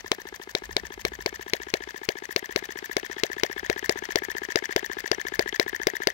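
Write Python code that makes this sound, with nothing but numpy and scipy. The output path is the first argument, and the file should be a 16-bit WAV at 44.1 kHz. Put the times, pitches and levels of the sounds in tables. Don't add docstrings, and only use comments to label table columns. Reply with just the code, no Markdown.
import sys
import numpy as np
from scipy import signal
from scipy.fft import rfft, irfft, next_fast_len
from scipy.io import wavfile
from scipy.ndimage import map_coordinates

SR = 44100
rng = np.random.default_rng(int(sys.argv[2]) if len(sys.argv) > 2 else 0)


def store_wav(level_fs):
    pcm = np.round(np.clip(np.atleast_2d(level_fs), -1, 1) * 32767)
    wavfile.write(sys.argv[1], SR, pcm.T.astype(np.int16))


def volts_from_db(level):
    exponent = np.asarray(level, float) / 20
    return 10 ** exponent


N = 270333

# (frequency [Hz], density [dB per Hz])
FAR_NOISE = [(30, 0), (120, -22), (250, -12), (600, -2), (2000, -20), (6000, -16.5), (10000, -23.5),
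             (15500, -25)]
# (time [s], rumble [dB])
WIND_GUSTS = [(0.0, -59), (0.49, -61.5), (0.73, -50.5), (0.92, -56), (1.1, -51), (1.5, -59.5), (1.69, -60),
              (2.3, -68), (2.58, -58), (3.19, -62.5), (3.76, -58), (4.2, -55.5), (4.52, -63), (5.09, -58.5),
              (5.51, -56), (6.13, -62)]
# (frequency [Hz], density [dB per Hz])
WIND_COLOUR = [(20, -40), (40, 1.5), (55, 1), (90, -6.5), (120, -22), (200, -13), (500, -59), (2000, -58)]
# (frequency [Hz], 60 dB decay [s])
YARD_DECAY = [(200, 0.15), (2000, 0.19), (10000, 0.0087)]
# (time [s], gear whirr [dB], left-right [dB], nearness [dB])
APPROACH = [
    (0.0, -55.5, 3.5, -5),
    (0.41, -56.5, 3.5, -5),
    (1.71, -53.5, 5.5, -4),
    (2.06, -53.5, 7, -3.5),
    (2.59, -51, 6.5, -3),
    (4.06, -49, 8, -0.5),
    (4.27, -49.5, 8.5, 0),
    (5.51, -50, 9, 0.5),
    (5.58, -51.5, 8.5, 0.5),
    (6.13, -49.5, 7, -0.5),
]
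# (frequency [Hz], density [dB per Hz])
GEAR_COLOUR = [(300, -19), (1000, -10.5), (1350, -13.5), (1720, -2.5), (1880, -21.5), (2070, -0.5),
               (2400, -9), (3200, -14.5), (5000, -17), (9000, -35), (16000, -44)]
# (frequency [Hz], density [dB per Hz])
INTAKE_COLOUR = [(500, -30), (1000, -14), (1750, 8), (2600, 0.5), (4000, -5.5), (6000, 2), (9500, -11.5),
                 (12500, -5), (15500, -6.5)]
# (frequency [Hz], density [dB per Hz])
JET_COLOUR = [(800, -7), (2200, -1.5), (3000, 2), (4800, -4), (6200, -7), (7600, -19), (11000, -18),
              (13000, -30), (15300, -14)]
# (time [s], boom [dB], crack [dB], sharpness [dB])
BANGS = [(0.1168, -17, -9, -4), (0.5508, -18, -14, 6), (0.7663, -17.5, -11.5, 3), (1.051, -17, -10.5, -1),
         (1.261, -16, -12, 1.5), (1.5348, -16.5, -10, -3.5), (1.7392, -15, -10, -3),
         (2.089, -15.5, -12, -3), (2.362, -15.5, -9, -2.5), (2.5608, -14.5, -10.5, -1),
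         (2.9674, -14.5, -10.5, -3), (3.2354, -14, -9.5, -13.5), (3.4344, -12.5, -9, -6),
         (3.699, -12.5, -10.5, -1.5), (3.8945, -11.5, -9.5, 4), (4.1575, -12, -10, 3),
         (4.5577, -11.5, -9, 4.5), (4.7625, -11, -8.5, -0.5), (5.1156, -12, -11, 4),
         (5.3935, -11, -10, 0.5), (5.5976, -11.5, -7, -0.5), (5.8701, -11, -6.5, -0.5),
         (6.0717, -11, -9, 4.5)]
# (time [s], delay [samples])
PORT_DELAY = [
    (0, 7.8),
    (1.7, 13.5),
    (6.13, 15),
]
# (frequency [Hz], left-right [dB])
BODY_SHADOW = [(80, 10.5), (200, 3.5), (390, 8.5), (620, 10), (1000, 4), (1750, 13.5), (2400, 21.5),
               (3600, 7), (5500, 16.5), (8000, 12), (15000, 11)]
# (frequency [Hz], response [dB])
MIC_RESPONSE = [(20, -24), (45, -8), (110, -2), (250, 0), (13000, 0), (15200, 2.5), (15850, 2.5),
                (16050, -16), (16950, -26), (17150, -80)]

FULL_SCALE = 0.92
LEAD_S = 0.005
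FIRED_BEFORE_S, FIRED_AFTER_S = -0.0948, 6.27
USUAL_CYCLE_S = 0.069
DRAG = 5.0
OPENS, SEATS, JITTER_S = 0.266, 0.478, 0.000291
KNEE_S, SOFTER_DB_PER_MS, LATER = 0.069, 1.5, 0.306
GULP_DB, GULP_GROWS, GULP_DB_PER_MS = -25, 1.21, -0.21
RING_SHIFT, RASP_SHIFT = -0.013, 0.022
BASS_HZ, BASS_DB, BASS_GROWS = 110, 2.5, 0.86
SHARP_HZ = 4300
WHISTLE_HZ = 8000
DIP_HZ, DIP_WIDE_HZ, DIP_DB = 1450, 430, -1
FAR_SMEAR, BASE_GROWS = -0.45, 0.6
OPEN_DB, SEAT_DB, KNOCK_GROWS, KNOCK_SCATTER_DB = -17, -18, 1.88, 1.1
HOT_DB = -1.5
CLUMPS_DB, SWAY_DB = 2.8, 0.9


def unit(x):
    return x / np.sqrt(np.mean(x ** 2) + 1e-20)


def along(points, hz):
    f, v = np.transpose(points)
    return np.interp(np.log(hz + 1), np.log(f + 1), v)


def over_time(knots, values):
    return np.interp(np.arange(N) / SR, knots, values)


def curves(rows):
    s, *columns = np.transpose(rows)
    return [over_time(s, column) for column in columns]


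def nearness(s):
    return np.interp(s, *np.transpose(APPROACH)[[0, 3]])


def wobble(rate):
    knots = rng.standard_normal(int(N * rate / SR) + 4)
    return map_coordinates(knots, [np.arange(N) * rate / SR])


def filtered(x, response):
    m = next_fast_len(N + 8192)
    return irfft(rfft(x, m) * response(np.fft.rfftfreq(m, 1 / SR)), m)[..., :N]


def noise(spectrum, channels=1):
    return unit(filtered(rng.standard_normal((channels, N)), lambda hz: volts_from_db(along(spectrum, hz))))


def place(starts, db, shape, size=1400):
    first = np.ceil(starts * SR).astype(int)[:, None] + np.arange(size)
    t = np.abs(first / SR - starts[:, None])
    rows = volts_from_db(db)[:, None] * shape(t) * (first >= 0)
    return np.bincount(np.abs(first).ravel(), rows.ravel(), N + SR)[:N]


def bump(t, at, width):
    return np.exp(-0.5 * ((t - at) / width) ** 2)


def ring(peaks, db, hz, swell, power, scatter_db, detune, tail=0, tail_s=1):
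    luck = rng.standard_normal((len(peaks), 3))
    pitch = hz * (1 + detune * luck[:, :1])

    def shape(t):
        burst = (t / swell * np.exp(1 - t / swell)) ** power
        ringing_on = tail * t / tail_s * np.exp(1 - t / tail_s)
        return (burst + ringing_on) * np.sin(2 * np.pi * pitch * t + luck[:, 1:2])

    return place(peaks - swell, db + scatter_db * luck[:, 2], shape)


def far_noise():
    return volts_from_db(-60.5) * noise(FAR_NOISE, channels=2)


def wind():
    gusts = noise(WIND_COLOUR, channels=3)
    level_db = curves(WIND_GUSTS)[0] + 2.5 + 2.0 * wobble(14.0)
    return volts_from_db(level_db) * (1.2 * gusts[0] + 0.81 * gusts[1:])


def yard(x):
    hz, t, z = signal.stft(rng.standard_normal((2, SR // 5)), SR, nperseg=256)
    decay = volts_from_db(-60 * t / along(YARD_DECAY, hz)[:, None])
    tail = signal.istft(z * decay, SR, nperseg=256)[1]
    late = np.pad(x, (120, 0))[None]
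    echo = signal.fftconvolve(late, tail / np.linalg.norm(tail[0]), axes=1)[:, :N]
    return volts_from_db([[-27], [-32]]) * echo


def crank():
    firings = np.r_[FIRED_BEFORE_S, np.transpose(BANGS)[0], FIRED_AFTER_S]
    rows = []
    for s, gap in zip(firings, np.diff(firings)):
        k = np.arange(round(gap / USUAL_CYCLE_S))
        cycle = (1 + DRAG * (gap / len(k)) ** 2) ** k
        cycle = cycle * gap / cycle.sum()
        rows += zip(s + np.cumsum(cycle) - cycle, cycle, k == 0)
    return np.transpose([row for row in rows if FIRED_BEFORE_S < row[0] < N / SR])


def cams(s, cycle, fired):
    luck = rng.standard_normal((len(s), 4))
    slow = np.maximum(cycle - KNEE_S, 0)
    near = KNOCK_GROWS * nearness(s)
    opens = s + OPENS * cycle + JITTER_S * luck[:, 0]
    seats = s + SEATS * cycle + LATER * slow + JITTER_S * luck[:, 1]
    open_db = OPEN_DB + near + HOT_DB * fired + KNOCK_SCATTER_DB * luck[:, 2]
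    seat_db = SEAT_DB + near - SOFTER_DB_PER_MS * slow * 1000 + KNOCK_SCATTER_DB * luck[:, 3]
    return opens, open_db, seats, seat_db


def gears(opens, seats, whirr_db):
    knots = np.transpose([opens - 0.012, seats + 0.0046, seats + 0.013, seats + 0.018]).ravel()
    load_db = over_time(knots, np.tile([-0.4, -0.5, 1.0, -5], len(opens)))
    uneven_db = CLUMPS_DB * wobble(260) + SWAY_DB * wobble(40)
    return volts_from_db(whirr_db + load_db + 5.5 + uneven_db) * noise(GEAR_COLOUR, channels=2)


def intake(opens, seats, near_db):
    knots = np.transpose([opens - 0.0055, opens - 0.0035, opens + 0.00099, seats - 0.004,
                          seats + 0.00033, seats + 0.0063, seats + 0.0064]).ravel()

    def flow(db, grows):
        stroke_db = over_time(knots, np.tile(db, len(opens)))
        return volts_from_db(stroke_db + grows * near_db - 41 + 2.4 * wobble(400) + 1.9 * wobble(8.5))

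    air = noise(INTAKE_COLOUR, channels=2)
    high = filtered(air, lambda hz: 1 / (1 + (WHISTLE_HZ / (hz + 1)) ** 8))
    hiss = flow([-22, 5.5, 0.5, 2.5, 7.0, -3, -26], grows=1.01) * (air - high)
    whistle = flow([-35, -13, 3.0, 3.0, 5.5, -24, -40], grows=0.9) * high
    return hiss + whistle


def valves(opens, open_db, seats, seat_db):
    near = nearness(seats)
    smear = 0.5 * volts_from_db(2 * FAR_SMEAR * near)[:, None]
    base = ring(opens, open_db - 5.0 - FAR_SMEAR * near, 1750.5, swell=0.0033, power=8.1,
                scatter_db=0.36, detune=0.0068, tail=smear, tail_s=0.0037)
    base += ring(opens - 0.0008, open_db - 17, 1900, swell=0.002794, power=2.0, scatter_db=2.5, detune=0.02)
    base += ring(opens - 0.001, near - 34, 970, swell=0.002095, power=0.86, scatter_db=1.0, detune=0.029)
    base += ring(seats, seat_db - 2.5, 1833, swell=0.002158, power=7.0,
                 scatter_db=-0.35, detune=0.014, tail=0.27, tail_s=0.003)
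    base += ring(seats, seat_db - 16.5, 2044, swell=0.00185, power=1.0, scatter_db=2.0, detune=0.018)
    base += ring(seats, near - 36, 483, swell=0.00075, power=1.0, scatter_db=1.5, detune=0.11)
    # (time [s], level [dB], frequency [Hz])
    ticks = [(opens - 0.0034, -36, 6300), (seats - 0.006, -37, 4300), (opens - 0.0037, -32, 3250),
             (opens - 0.0003, -33, 3500), (seats + 0.0053, -35, 3100), (seats - 0.0003, -28, 5950),
             (seats - 0.0012, -32, 4900), (seats + 0.00127, -33, 6500)]
    for s, db, hz in ticks:
        base += ring(s, near + db, hz, swell=0.000494, power=0.99, scatter_db=2.5, detune=0.042)
    return base


def pipe(t, hz, peak, width, sudden):
    start = 1 / (1 + np.exp((LEAD_S - t) / sudden))
    return start * bump(t - LEAD_S, peak, width) * np.cos(2 * np.pi * hz * (t - LEAD_S) - 0.3)


def cylinder(t):
    t = t - LEAD_S
    cycles = 335 * t * (1 + 39 * t + (39 * t) ** 4 / 5)
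    return bump(t, 0.0096, width=0.0044) * volts_from_db(-60 * (t / 0.02) ** 12) * np.cos(2 * np.pi * cycles)


def gulps(s, cycle, fired):
    s, cycle = s[fired == 0], cycle[fired == 0]
    near = nearness(s)
    db = GULP_DB + GULP_GROWS * near + GULP_DB_PER_MS * (cycle - USUAL_CYCLE_S) * 1000

    def slaps(t):
        inrush = bump(t, LEAD_S, width=0.000071) - 0.44 * bump(t, LEAD_S + 0.00048, width=0.0002)
        return inrush + 0.69 * bump(t, LEAD_S + 0.00234, width=0.00015)

    low = place(s - LEAD_S, db + 0.09, lambda t: -pipe(t, 400, peak=0.0012, width=0.004, sudden=0.0012))
    base = ring(s + 0.00273, db - 3 + BASE_GROWS * near, 1702, swell=0.001796, power=0.9,
                scatter_db=2.0, detune=0.008)
    base += ring(s + 0.00194, db - 8.0, 2060, swell=0.00178, power=1.0, scatter_db=1.5, detune=0.036)
    rocker = ring(s - 0.0019, db - 11.0, 3050, swell=0.00028, power=0.63, scatter_db=6.5, detune=0.045)
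    return low - place(s - LEAD_S, db + 5.5, slaps) + base + rocker


def jet():
    s, _, crack_db, _ = np.transpose(BANGS)
    rush = lambda t: volts_from_db(-60 * (t / 0.0028) ** 5) + volts_from_db(-11.5 - 60 * t / 0.049)
    return place(s + 0.00031, crack_db - 9, rush) * noise(JET_COLOUR, channels=2)


def bangs(near_db):
    s, boom_db, crack_db, sharp_db = np.transpose(BANGS)
    near = nearness(s)[:, None]

    def boom_shape(t):
        return pipe(t, 402.0, peak=0.00078, width=0.0032, sudden=0.0013) + 0.33 * cylinder(t)

    def push_shape(t):
        return bump(t, LEAD_S, width=0.00009) - 0.45 * bump(t, LEAD_S + 0.00026, width=0.00009)

    def shock_shape(t):
        total = 0
        # (frequency [Hz], gain, 60 dB decay [s])
        for hz, gain, t60 in [(3800, 1.4, 0.0012), (2138, 0.19, 0.023),
                              (2417, 0.19, 0.0076), (5420, 0.15, 0.012)]:
            total = total + gain * volts_from_db(-60 * t / t60) * np.sin(2 * np.pi * hz * (1 + RING_SHIFT * near) * t)
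        return total

    boom = place(s - LEAD_S, boom_db + 0.055, boom_shape)
    push = place(s - LEAD_S, boom_db + 10.2, push_shape)
    push = filtered(push, lambda hz: volts_from_db(DIP_DB * bump(hz, DIP_HZ, DIP_WIDE_HZ)))
    shock = place(s + 0.0004166, crack_db + 6.5, shock_shape)
    rasp = np.zeros(N)
    # (delay [s], frequency [Hz], level [dB])
    for lag, hz, db in [(0.001254, 4777, 1.5), (0.001149, 3580, -6.5), (0.001398, 6000, -6)]:
        rasp_db = crack_db + db + np.sign(hz - SHARP_HZ) * sharp_db
        rasp += ring(s + lag, rasp_db, hz * (1 + RASP_SHIFT * near), swell=0.000613, power=5.8,
                     scatter_db=-1.1, detune=0.039)
    bass = filtered(boom + push, lambda hz: 1 / (1 + (hz / BASS_HZ) ** 2))
    boom = boom + (volts_from_db(BASS_DB + BASS_GROWS * near_db) - 1) * bass
    return boom, push, shock, rasp


def right_port(across, pan_db):
    def bend(hz):
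        return volts_from_db(-along(BODY_SHADOW, hz)) * np.exp(-1j * 0.5 / (1 + (hz / 900) ** 4))

    delayed = map_coordinates(filtered(across, bend), [np.arange(N) - curves(PORT_DELAY)[0]])
    return volts_from_db(6.5 - pan_db) * delayed


def scene():
    whirr_db, pan_db, near_db = curves(APPROACH)
    cycles = crank()
    opens, open_db, seats, seat_db = cams(*cycles)
    whirr = gears(opens, seats, whirr_db)
    hiss = intake(opens, seats, near_db)
    metal = valves(opens, open_db, seats, seat_db)
    rush = jet()
    boom, push, shock, rasp = bangs(near_db)
    exhaust = boom + gulps(*cycles)
    direct = exhaust + push + shock + rasp + metal
    left = direct + rush[0] + hiss[0] + whirr[0]
    across = exhaust + volts_from_db(-0.5) * push + volts_from_db(-21.0) * shock + volts_from_db(-5.5) * rasp + volts_from_db(-3.5) * metal
    across += 1.08 * rush[0] + 1.9 * rush[1]
    across += 0.047 * hiss[0] + 1.28 * hiss[1]
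    across += 0.33 * whirr[0] + 1.54 * whirr[1]
    engine = np.array([left, right_port(across, pan_db)])
    return engine + yard(direct) + wind() + far_noise()


def top_cut(x):
    return signal.sosfilt(signal.butter(12, 17140, fs=SR, output="sos"), x)


def record(dry):
    rounded = dry / (1 + np.abs(dry / FULL_SCALE) ** 8) ** (1 / 8)
    mix = filtered(rounded, lambda hz: volts_from_db(along(MIC_RESPONSE, hz)))
    return top_cut(mix)


dry = scene()
out = record(dry)
store_wav(out)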